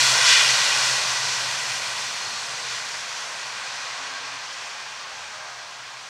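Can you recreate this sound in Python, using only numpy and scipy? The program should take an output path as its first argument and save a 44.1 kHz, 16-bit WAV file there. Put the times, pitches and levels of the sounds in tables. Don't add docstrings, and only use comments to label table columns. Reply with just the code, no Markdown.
import sys
import numpy as np
from scipy import signal
from scipy.fft import rfft, irfft, next_fast_len
from scipy.io import wavfile

SR = 44100
rng = np.random.default_rng(int(sys.argv[2]) if len(sys.argv) > 2 else 0)


def wav_record(signal):
    frames = np.transpose(np.atleast_2d(signal))
    bounded = np.clip(frames, -1, 1)
    quanta = np.round(bounded * 32767).astype(np.int16)
    wavfile.write(sys.argv[1], SR, quanta)


N = 268549
TIME_S = np.arange(N) / SR
FARNESS = np.clip(TIME_S / 4.5, 0, 1)


def from_db(db):
    return 10 ** (np.asarray(db) / 20)


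def unit_rms(x):
    return x / np.sqrt(np.mean(x ** 2) + 1e-20)


def curves(rows):
    times_s, *columns = np.transpose(rows)
    return [np.interp(TIME_S, times_s, column) for column in columns]


def bell(peak_s, half_s):
    return np.exp(-((TIME_S - peak_s) / half_s) ** 2)


def drift(corner_hz):
    hop, settle = 40, 2000
    pole = np.exp(-2 * np.pi * corner_hz * hop / SR)
    noise = rng.standard_normal(N // hop + settle + 2)
    slow = signal.lfilter([1], [1, -2 * pole, pole * pole], noise)[settle:]
    return np.interp(np.arange(N) / hop, np.arange(len(slow)), unit_rms(slow - slow.mean()))


def delayed(x, delay_ms):
    size = next_fast_len(N)
    cycles = np.arange(size // 2 + 1) * SR / size * delay_ms / 1000
    return irfft(rfft(x, size) * np.exp(-2j * np.pi * cycles), size)[:N]


def narrow_noise(pitch_hz, width_hz):
    radius = np.exp(-np.pi * width_hz / SR)
    poles = [1, -2 * radius * np.cos(2 * np.pi * pitch_hz / SR), radius * radius]
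    once = signal.lfilter([1, 0, -1], poles, rng.standard_normal(N))
    return unit_rms(signal.lfilter([1], poles, once))


# freq_hz, relative_density_db
RUSH_SPECTRUM = [(20, -57), (60, -30), (120, -14.5), (190, -17.5), (350, -18.5), (420, -13), (700, -7.5),
                 (1050, -2.5), (1800, -2), (3600, -4), (5900, -3.5), (7500, -10), (9200, -17),
                 (11000, -26.5), (15500, -43.5)]
ROAR_CORNER_HZ, RUMBLE_CORNER_HZ, LOSS_PIVOT_HZ = 1410, 403, 3060


def rush(roar_db, rumble_db, loss_db_per_khz, treble_flicker_db, band_flicker_db):
    size = next_fast_len(N)
    octave = np.log2(np.maximum(np.arange(size // 2 + 1) * SR / size, 1))
    freq_hz, density_db = np.transpose(RUSH_SPECTRUM)
    spectrum = rfft(rng.standard_normal(size)) * from_db(np.interp(octave, np.log2(freq_hz), density_db))
    spectrum /= np.std(irfft(spectrum, size))
    roar_db, rumble_db = roar_db - roar_db.mean(), rumble_db - rumble_db.mean()
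    out, treble_drift = np.zeros(N), drift(10.6)
    for centre_octave in np.arange(4.5, 14.6, .5):
        centre_hz = 2 ** centre_octave
        window = np.cos(np.pi * np.clip(octave - centre_octave, -.5, .5)) ** 2
        low_share = 1 / (1 + (centre_hz / ROAR_CORNER_HZ) ** 4)
        bass_share = 1 / (1 + (centre_hz / RUMBLE_CORNER_HZ) ** 4)
        swell_db = roar_db * (low_share - bass_share) + rumble_db * bass_share
        offset_khz = (max(centre_hz, ROAR_CORNER_HZ) - LOSS_PIVOT_HZ) / 1000
        loss_db = loss_db_per_khz * offset_khz * (1 - low_share)
        flicker_db = treble_flicker_db * (1 - low_share) * treble_drift + band_flicker_db * drift(3.4)
        out += irfft(spectrum * window, size)[:N] * from_db(swell_db - loss_db + flicker_db)
    return out


# pitch_hz, width_hz, near_db, far_db
TURBINE_TONES = [(1085, 38, -38, -18.5), (1497, 100, -28, -28), (1589, 105, -35, -17.5),
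                 (1947, 34, -18.5, -23.5), (2452, 120, -18.5, -22), (3396, 150, -19, -50),
                 (3930, 30, -35, -42), (4390, 260, -16.5, -17.5), (5530, 71, -23, -27),
                 (6810, 30, -29, -22), (7370, 170, -28.5, -31), (8800, 30, -38, -26)]


def turbine_whines(loss_db_per_khz, waver_db=2):
    out = np.zeros(N)
    for pitch_hz, width_hz, near_db, far_db in TURBINE_TONES:
        level_db = near_db + (far_db - near_db) * FARNESS + waver_db * drift(1.6)
        loss_db = loss_db_per_khz * (pitch_hz - LOSS_PIVOT_HZ) / 1000
        out += narrow_noise(pitch_hz, width_hz) * from_db(level_db - loss_db)
    return out


# time_s, level_db, roar_db, rumble_db, air_loss_db_per_khz
ROLL_AWAY = [(0.0, -16, -15, -34, -0.2), (0.1, -19, -9, -32.5, -0.5), (0.24, -19.5, -6.5, -34, -0.05),
             (0.55, -18.5, -12, -32.5, 0), (1.0, -23, -9.5, -30, -0.05), (1.5, -26.5, -9.5, -27.5, -0.15),
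             (1.9, -29, -8.5, -26.5, -0.14), (2.6, -31.5, -7.5, -25.5, 0.1), (3.0, -31.5, -8, -27, 0.25),
             (3.8, -33, -4, -30, 0.5), (4.08, -32.5, -6, -28.5, 0.9), (4.65, -34, -10, -28.5, 0.8),
             (5.44, -37.5, -5.5, -27.5, 0.8), (6.09, -39, -7, -28, 0.6)]


def engines(surge_db):
    level_db, roar_db, rumble_db, loss_db_per_khz = curves(ROLL_AWAY)
    roar_db = roar_db - 1.44 * surge_db
    rumble_db = rumble_db - 1.5 * surge_db
    loss_db_per_khz = loss_db_per_khz + 0.057 * surge_db
    wash = rush(roar_db, rumble_db, loss_db_per_khz, treble_flicker_db=0.42, band_flicker_db=0.6)
    return from_db(level_db + surge_db) * (wash + turbine_whines(loss_db_per_khz))


# delay_ms, relative_gain
GROUND_PATHS = [(2.05, 0.68), (2.28, -0.45)]


def ground_echo(x, surge_db, near_gain=0.56, fade_s=2.9, cutoff_hz=2350):
    strength = np.clip(near_gain * np.exp(-TIME_S / fade_s) + 0.07 * surge_db, 0, 1)
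    dull = signal.sosfiltfilt(signal.butter(2, cutoff_hz, fs=SR, output="sos"), x)
    return x + strength * sum(gain * delayed(dull, delay_ms) for delay_ms, gain in GROUND_PATHS)


# delay_ms, gain
NEAR_PATHS = [(0.59, -0.019), (1.18, 0.052)]


def near_reflections(x):
    return x + sum(gain * delayed(x, delay_ms) for delay_ms, gain in NEAR_PATHS)


# time_s, level_db
DRONE_LEVELS = [(0, -46), (0.12, -39.5), (0.2, -47.5), (1.1, -50.5), (1.9, -53), (2.3, -64), (2.74, -55),
                (2.9, -69), (4.1, -68), (4.33, -63), (5.2, -76), (5.41, -63), (6.09, -69)]
# centre_s, depth_db
DRONE_DIPS = [(1.01, 10), (1.6, 8), (1.83, 12), (2.42, 16), (2.59, 14), (4.55, 14)]


def engine_drone(near_hz=126.6, far_hz=124, near_flutter_db=2.5, far_flutter_db=3.5):
    sag = .5 + .5 * np.tanh((TIME_S - 0.9) / 0.34)
    phase = 2 * np.pi * np.cumsum(near_hz + (far_hz - near_hz) * sag) / SR
    dip_db = sum(depth_db * bell(centre_s, half_s=0.043) for centre_s, depth_db in DRONE_DIPS)
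    flutter_db = (near_flutter_db + (far_flutter_db - near_flutter_db) * FARNESS) * drift(13)
    return np.sqrt(2) * np.sin(phase) * from_db(curves(DRONE_LEVELS)[0] - dip_db + flutter_db)


# time_s, level_db
BUZZ_LEVELS = [(0, -39), (1, -38.5), (2, -42.5), (3, -45), (3.8, -47), (4.7, -43.5), (5.5, -44.5),
               (6.09, -49)]
# freq_hz, relative_db
BUZZ_SPECTRUM = [(390, -19.5), (545, -8), (700, -2), (780, -0.5), (860, -0.5), (940, -1.5), (1020, -1),
                 (1100, -6), (1170, 0.5), (1330, -4), (1570, -9), (1650, -1.5), (1900, -26)]


def propeller_buzz(blade_rate_hz=78.2, width_ratio=0.018):
    freq_hz, relative_db = np.transpose(BUZZ_SPECTRUM)
    overtones = sum(from_db(np.interp(hz, freq_hz, relative_db)) * narrow_noise(hz, width_ratio * hz)
                    for hz in blade_rate_hz * np.arange(5, 25))
    return from_db(curves(BUZZ_LEVELS)[0]) * unit_rms(overtones)


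# peak_s, pitch_hz, width_hz, half_length_s, level_db
TONE_FLARES = [(0.1, 7330, 60, 0.15, -36), (0.2, 9020, 60, 0.28, -40), (0.33, 5460, 60, 0.22, -30),
               (0.32, 3456, 79.6, 0.1, -24.5), (0.8, 4320, 120, 0.21, -34), (1.9, 8900, 40.1, 0.14, -54),
               (2.3, 4320, 150, 0.13, -40), (2.85, 8950, 40, 0.14, -59), (4.097, 1108, 25, 0.25, -43),
               (4.15, 1587, 60, 0.26, -47), (5.35, 1590, 45, 0.6, -49), (0.03, 4200, 350, 0.08, -26),
               (0.36, 2430, 70, 0.07, -25), (4.5, 4410, 50, 0.6, -55)]


def tone_flares():
    return sum(from_db(level_db) * bell(peak_s, half_s) * narrow_noise(pitch_hz, width_hz)
               for peak_s, pitch_hz, width_hz, half_s, level_db in TONE_FLARES)


def breeze(level_db=-86, gust_db=16, waver_db=2.7):
    low = signal.sosfilt(signal.butter(2, [45, 100], "band", fs=SR, output="sos"), rng.standard_normal(N))
    swell_db = gust_db * bell(peak_s=5.3, half_s=0.55) + waver_db * drift(2.7)
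    return from_db(level_db + swell_db) * unit_rms(low)


# peak_s, half_rise_s, rise_db
RUSH_SURGES = [(0.3, 0.06, 6), (1.99, 0.04, 1), (2.72, 0.05, 2.5)]


def surges_db(fall_stretch=2.2):
    return sum(rise_db * bell(peak_s, np.where(TIME_S < peak_s, half_s, fall_stretch * half_s))
               for peak_s, half_s, rise_db in RUSH_SURGES)


def throbbing_hum(start_s=3.965, throb_s=0.109, count=4, pitch_hz=273, level_db=-53):
    throbs_done = np.clip((TIME_S - start_s) / throb_s, 0, count)
    envelope = np.abs(np.sin(np.pi * throbs_done)) ** 3
    return from_db(level_db) * envelope * np.sin(2 * np.pi * pitch_hz * TIME_S)


def scene():
    surge_db = surges_db()
    echoed = near_reflections(ground_echo(engines(surge_db), surge_db))
    tones = engine_drone() + propeller_buzz() + tone_flares() + throbbing_hum()
    return np.tile(echoed + tones + breeze(), (2, 1))


def record(dry):
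    hiss_db, hiss_low_hz = -67.5, 6000
    notch_hz, notch_width_hz, cutoff_hz = 7000, 78, 15700
    highpass = signal.butter(2, hiss_low_hz, "high", fs=SR, output="sos")
    hiss = from_db(hiss_db) * signal.sosfilt(highpass, rng.standard_normal(N))
    notched = signal.lfilter(*signal.iirnotch(notch_hz, notch_hz / notch_width_hz, fs=SR), dry + hiss)
    return signal.sosfilt(signal.ellip(12, .5, 60, cutoff_hz, fs=SR, output="sos"), notched)


dry = scene()
out = record(dry)
wav_record(out)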